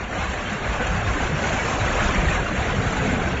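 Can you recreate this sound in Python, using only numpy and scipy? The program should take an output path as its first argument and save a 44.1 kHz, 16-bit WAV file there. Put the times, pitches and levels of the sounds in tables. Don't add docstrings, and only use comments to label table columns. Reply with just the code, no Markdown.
import sys
import numpy as np
from scipy import signal
from scipy.fft import rfft, irfft, next_fast_len
from scipy.io import wavfile
from scipy.ndimage import uniform_filter1d, map_coordinates

SR = 44100
rng = np.random.default_rng(int(sys.argv[2]) if len(sys.argv) > 2 else 0)


def generate_wav(sig):
    pcm = np.round(np.clip(np.atleast_2d(sig).T, -1, 1) * 32767).astype(np.int16)
    wavfile.write(sys.argv[1], SR, pcm)


def field_ratio(decibels):
    return 10 ** (np.asarray(decibels, dtype=float) / 20)


N = 149940
TIME = np.arange(N) / SR


def unit(x):
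    return x / np.sqrt(np.mean(x ** 2) + 1e-20)


def along(points, hz):
    f, v = np.transpose(points)
    return np.interp(np.log(hz + 1), np.log(f + 1), v)


def curve(rows):
    return np.interp(TIME, *np.transpose(rows))


def wobble(rate):
    return map_coordinates(rng.standard_normal(400), [np.arange(N) * min(rate, 100) / SR])


def bump(middle_s, half_s):
    return np.exp(-0.5 * ((TIME - middle_s) / half_s) ** 2)


def filtered(x, response):
    m = next_fast_len(N + SR // 2)
    return irfft(rfft(x, m) * response(np.fft.rfftfreq(m, 1 / SR)), m)[..., :N]


def rush(spectrum, patchy_db, size=1024):
    z = signal.stft(rng.standard_normal(N + size), nperseg=size)[2]
    field = uniform_filter1d(rng.standard_normal(z.shape), size=3, axis=0)
    field = uniform_filter1d(field, size=2, axis=1)
    x = signal.istft(z * field_ratio(patchy_db * unit(field)), nperseg=size)[1][:N]
    return unit(filtered(x, lambda hz: field_ratio(along(spectrum, hz))))


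def ring(t, hz, t60, rise):
    return np.sin(2 * np.pi * hz * t) * field_ratio(-60 * t / t60) * (1 - np.exp(-t / rise))


def strikes(table, gain_db, ring_s, rise_s, cycles=0):
    out, t = np.zeros(N + SR), np.arange(SR // 3) / SR
    for s, db, hz in table:
        out[round(s * SR):][:len(t)] += field_ratio(db + gain_db) * ring(t, hz, cycles / hz + ring_s, rise_s)
    return out[:N]


# (frequency [Hz], 60 dB decay time [s])
SITE_DECAY = [(100, .5), (1000, 0.48), (7000, 0.12)]


def site(x):
    hz, t, z = signal.stft(rng.standard_normal(SR // 2), SR, nperseg=256)
    fading = z * field_ratio(-60 * t / along(SITE_DECAY, hz)[:, None])
    tail = signal.istft(fading, SR, nperseg=256)[1]
    return x + field_ratio(-2.5) * signal.fftconvolve(x, tail / np.linalg.norm(tail))[:N]


# (time [s], level [dB])
GROUND_LEVEL = [(0.0, -38), (0.07, -34), (0.29, -32.5), (0.63, -33), (1.12, -27), (1.49, -27.5),
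                (1.79, -28.5), (1.92, -26), (2.11, -23.5), (2.61, -29), (2.82, -26), (3.29, -31),
                (3.4, -31.5)]
# (frequency [Hz], level [dB per Hz])
RUMBLE_SPECTRUM = [(12, -40.5), (20, -8), (54, -3), (110, -7.5), (140, -30), (240, -120)]


def ground_rumble():
    level_db = curve(GROUND_LEVEL) - 1 + 0.3 * wobble(16)
    return field_ratio(level_db) * rush(RUMBLE_SPECTRUM, patchy_db=-1, size=4096)


# (time [s], peak [dB], pitch [Hz])
THUDS = [(0.09, -34, 252), (0.13, -37.5, 180), (0.174, -30.5, 183), (0.197, -30, 81), (0.232, -26, 65),
         (0.275, -27, 65), (0.307, -30, 66.4), (0.458, -33.5, 221), (0.516, -23, 204),
         (0.548, -31.5, 133.5), (0.679, -21.5, 55.5), (0.708, -28, 188), (0.798, -27, 227),
         (0.888, -24, 47.6), (0.905, -26.5, 181), (0.972, -26.5, 164), (1.047, -27.5, 93.5),
         (1.204, -28.5, 243), (1.213, -22, 65), (1.285, -25, 192), (1.326, -22, 149), (1.529, -28, 233),
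         (1.532, -26, 70.6), (1.689, -27.5, 234), (1.811, -21, 101.4), (2.037, -27.5, 200),
         (2.147, -24, 187.6), (2.176, -19.5, 54.7), (2.226, -22.5, 156), (2.261, -18.5, 59.1),
         (2.284, -26, 162), (2.368, -20.5, 48), (2.499, -27, 217), (2.583, -23.5, 64.5),
         (2.719, -27, 153.6), (2.78, -24.5, 94.8), (2.856, -23.5, 99), (2.92, -23.5, 185.5),
         (3.047, -19.5, 199), (3.076, -23, 187), (3.117, -23, 82.5), (3.126, -27, 241.3), (3.25, -21, 67.7),
         (3.277, -28.5, 184), (3.34, -25, 70)]


def floor_thuds():
    return strikes(THUDS, gain_db=11.5, ring_s=0.086, rise_s=0.011, cycles=3.2)


# (frequency [Hz], level [dB per Hz])
BOOM_SPECTRUM = [(59, -37), (100, -3), (183, -1), (221, -5), (252, -7), (366, -11), (520, -11.5),
                 (680, -42), (1140, -120)]
# (time [s], half length [s], swell [dB])
LANDINGS = [
    (1.31, 0.014, 4.5),
    (2.279, 0.093, -1),
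    (2.755, 0.08, 3),
    (3.074, .05, 3),
]


def hollow_boom(pour_db):
    swell_db = sum(db * bump(s, half_s) for s, half_s, db in LANDINGS)
    growth_db = 1.7 * TIME
    level_db = pour_db + swell_db - 7.5 + growth_db + 0.32 * wobble(8)
    return field_ratio(level_db) * rush(BOOM_SPECTRUM, patchy_db=2.5, size=2048)


# (time [s], peak [dB], ring pitch [Hz])
BLOCKS = [(0, -36.5, 378), (0.153, -30, 542), (0.162, -25.5, 745), (0.18, -35, 726), (0.226, -30, 513),
          (0.551, -34, 429), (0.603, -32.5, 386), (0.801, -24.5, 493), (0.943, -32.5, 620),
          (0.966, -28.5, 858), (1.155, -26.5, 297.5), (1.248, -27.5, 371), (1.422, -30, 565),
          (1.436, -27.5, 772), (1.581, -26, 892), (1.642, -26, 464), (1.692, -26.5, 652), (1.7, -29.5, 758),
          (1.793, -26, 745), (1.846, -32.5, 504), (2.037, -28, 696), (2.049, -29.5, 317), (2.057, -31, 900),
          (2.171, -30, 417), (2.264, -28.5, 513), (2.295, -28, 812), (2.362, -31.5, 720), (2.507, -26, 311),
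          (2.548, -29.5, 582), (2.606, -31.5, 761), (2.728, -25.5, 485), (2.812, -30, 743),
          (2.832, -27, 697), (2.902, -27, 651), (2.966, -29.5, 862), (3.001, -28.5, 533),
          (3.021, -25.5, 434), (3.03, -25, 258), (3.05, -29.5, 741), (3.117, -27.5, 625),
          (3.123, -26, 265.3), (3.169, -30, 504), (3.187, -26, 756), (3.268, -28, 342), (3.335, -33, 471)]
# (time [s], peak [dB], ring pitch [Hz])
STONES = [(0.142, -35, 1566), (0.153, -34.5, 1637), (0.171, -32, 1210), (0.229, -32, 1478),
          (0.246, -31.5, 1110), (0.386, -29.5, 1130), (0.481, -34, 1475), (0.499, -31, 1670),
          (0.528, -33, 1157), (0.618, -33.5, 1238), (0.734, -32.5, 1193), (0.795, -24, 1514),
          (0.92, -29.5, 1383), (1.149, -27, 1033), (1.161, -30, 1525), (1.181, -31.5, 1817),
          (1.428, -26, 1464), (1.532, -30, 1567), (1.581, -33, 920), (1.587, -27.5, 1670),
          (1.727, -27, 1087), (2.057, -30, 917), (2.087, -26, 1050), (2.101, -31, 1723),
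          (2.374, -25.5, 1653), (2.383, -27, 960), (2.69, -30.5, 994), (2.911, -27.5, 1333),
          (2.966, -29.5, 895), (3.271, -27.5, 1545)]
# (time [s], peak [dB], ring pitch [Hz])
CHIPS = [(0.159, -38, 3025), (0.159, -38.5, 1906), (0.177, -41, 3338), (0.18, -38.5, 2175),
         (0.211, -34, 2186), (0.229, -40, 4016), (0.354, -44, 4000), (0.383, -34.5, 2568),
         (0.452, -32.5, 3106), (0.473, -49.5, 3128), (0.479, -46, 3316), (0.548, -35, 2767),
         (0.836, -33, 2837), (0.859, -38, 3198), (1.001, -34, 2670), (1.047, -38, 3623), (1.593, -26, 2245),
         (1.796, -38, 3876), (2.078, -41, 3149), (2.087, -33.5, 3225), (2.153, -24.5, 2239),
         (2.162, -43, 4037), (2.31, -29, 2471), (2.458, -30, 2772), (2.478, -41.5, 4183), (2.74, -41, 2977),
         (2.818, -39, 3833), (2.917, -42.5, 4156), (2.966, -44, 3930), (2.975, -45, 4107)]


def debris():
    blocks = strikes(BLOCKS, gain_db=9.5, ring_s=0.09, rise_s=0.009)
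    stones = strikes(STONES, gain_db=9, ring_s=0.1, rise_s=0.008)
    chips = strikes(CHIPS, gain_db=9.5, ring_s=0.09, rise_s=0.008)
    return blocks + stones + chips


# (frequency [Hz], level [dB per Hz])
GRIT_SPECTRUM = [(2710, -20.5), (3800, -3.5), (4600, -8.5), (4960, -8.5), (5560, -1), (6840, 1.5),
                 (7270, 1.5), (7600, 0), (9880, -41.5), (16700, -120)]
# (frequency [Hz], level [dB per Hz])
ROAR_SPECTRUM = [(150, -13), (250, -6), (374, -7.5), (749, -1), (932, -7), (1590, -3.5), (1980, -7),
                 (2300, -7), (2750, -10), (2950, -13.5), (4600, -25), (5980, -58.5), (10100, -120)]
GRIT_DB = -17.5
# (time [s], peak [dB], ring pitch [Hz])
SLABS = [(0.1875, -14.5, 2137), (0.3327, -14, 1860), (0.489, -20, 1673), (0.7243, -12.5, 923),
         (0.8065, -12.5, 1523), (0.8647, -11, 1683), (0.9566, -14, 1140), (1.064, -16, 1163),
         (1.1295, -18.5, 1003), (1.439, -15, 1505), (1.5254, -9, 1574), (1.6489, -11, 1844),
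         (1.7208, -13.5, 1188), (1.924, -36, 1254), (1.997, -11.5, 1685), (2.1297, -12.5, 1490),
         (2.179, -13, 1340), (2.2278, -26.5, 1700), (2.3184, -15, 1614), (2.5474, -17, 1596),
         (2.696, -13, 1028), (2.8663, -23.5, 1495), (2.9652, -10, 1735), (3.0196, -14, 1650),
         (3.091, -12.5, 1513), (3.1437, -15.5, 1487), (3.198, -16.5, 1490), (3.2843, -21.5, 1550)]


def slabs():
    rings = strikes(SLABS, gain_db=-8, ring_s=0.04, rise_s=0.0047)
    gate, t = np.zeros(N + SR), np.arange(SR // 4) / SR
    for s, db, _ in SLABS:
        gate[round(s * SR):][:len(t)] += field_ratio(db - 60 * t / 0.083) * (1 - np.exp(-t / 0.006))
    coarse = rush(ROAR_SPECTRUM, patchy_db=4)
    fine = field_ratio(GRIT_DB + 3.5) * rush(GRIT_SPECTRUM, patchy_db=5.5)
    spray = field_ratio(-9.5) * gate[:N] * (coarse + fine)
    return rings + site(0.3 * rings + spray)


def grit(pour_db, spray_db):
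    mean_db = pour_db.mean()
    level_db = GRIT_DB + mean_db + 1.1 * (pour_db - mean_db) + spray_db
    shatter_db = 3.5 * bump(1.72, 0.3)
    return field_ratio(level_db + shatter_db) * rush(GRIT_SPECTRUM, patchy_db=4, size=512)


def knocks(count=7000, size=600):
    when, pitch, big = rng.random(count), rng.standard_normal(count), rng.exponential(size=count)
    hz = np.clip(1527 * np.exp(0.8 * pitch), 250, 7500)
    level = field_ratio(big + along(ROAR_SPECTRUM, hz)) * hz ** 0.88
    hz = hz[:, None]
    rings = ring(np.arange(size) / SR, hz, 12 / hz, 0.00033)
    rings = rings * level[:, None]
    at = (when * N).astype(int)[:, None] + np.arange(size)
    return unit(np.bincount(at.ravel(), rings.ravel())[:N])


# (time [s], level [dB])
POUR_LEVEL = [(0.0, -29), (0.06, -32.5), (0.18, -29), (0.31, -28.5), (0.33, -28.5), (0.76, -28.5),
              (0.79, -31.5), (0.8, -27.5), (1.01, -26.5), (1.4, -25), (1.41, -24.5), (1.98, -25),
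              (2.14, -25), (2.47, -27), (3.09, -25.5), (3.4, -28)]


def rubble():
    pour_db = curve(POUR_LEVEL)
    surge_db = 1.2 * wobble(9) + 0.8 * wobble(22)
    roar = rush(ROAR_SPECTRUM, patchy_db=3, size=512)
    body = unit(roar + field_ratio(-4.5) * unit(site(knocks())))
    spray_db = surge_db + 1.1 * wobble(14)
    return hollow_boom(pour_db) + field_ratio(pour_db + surge_db) * body + grit(pour_db, spray_db)


def scene():
    return (rubble() + ground_rumble() + floor_thuds() + slabs() + debris())[None]


# (frequency [Hz], step relative to the roar [dB])
ROUNDING_STEP = [(300, -14), (1500, -5.5), (2600, -4.5), (3200, -5.5), (4200, -9.5), (4750, -13),
                 (5000, -13), (5500, -14), (6200, -13), (7500, -14)]


def coarse_rounding(x, size=1408, count=504):
    n, k = np.arange(2 * size)[:, None], np.arange(count)
    window = np.sin(np.pi * (n + 0.5) / (2 * size))
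    cosines = np.cos(np.pi / size * (n + 0.5 + size / 2) * (k + 0.5))
    basis = window * cosines * np.sqrt(2 / size)
    at = np.arange(N // size + 2)[:, None] * size + n[:, 0]
    terms = np.pad(x, (size, 2 * size))[at] @ basis
    roar = np.sqrt(np.mean(terms[:, 28:192] ** 2, axis=1, keepdims=True))
    roar = uniform_filter1d(roar, size=3, axis=0)
    scatter = rng.standard_normal((len(at), count // 8))
    scatter = unit(uniform_filter1d(scatter, size=6, axis=0))
    scatter_db = 1.1 * np.repeat(scatter, 8, axis=1)
    step = roar * field_ratio(along(ROUNDING_STEP, k * SR / (2 * size)) + scatter_db)
    whole = np.floor((np.abs(terms) / step) ** 0.75 + 0.4)
    terms = np.sign(terms) * step * whole ** (4 / 3)
    return np.bincount(at.ravel(), (terms @ basis.T).ravel())[size:size + N]


def band_limit(hz):
    return (hz > 8) * field_ratio(-18 * np.clip((hz - 7565) / 48, 0, 6))


def top_cut(x):
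    return signal.sosfilt(signal.butter(12, 8680, fs=SR, output="sos"), x)


def record(dry):
    ceiling = 0.36
    held = dry[0] / (1 + np.abs(dry[0] / ceiling) ** 4) ** 0.25
    mix = filtered(coarse_rounding(held)[None], band_limit)
    return top_cut(mix)


dry = scene()
out = record(dry)
generate_wav(out)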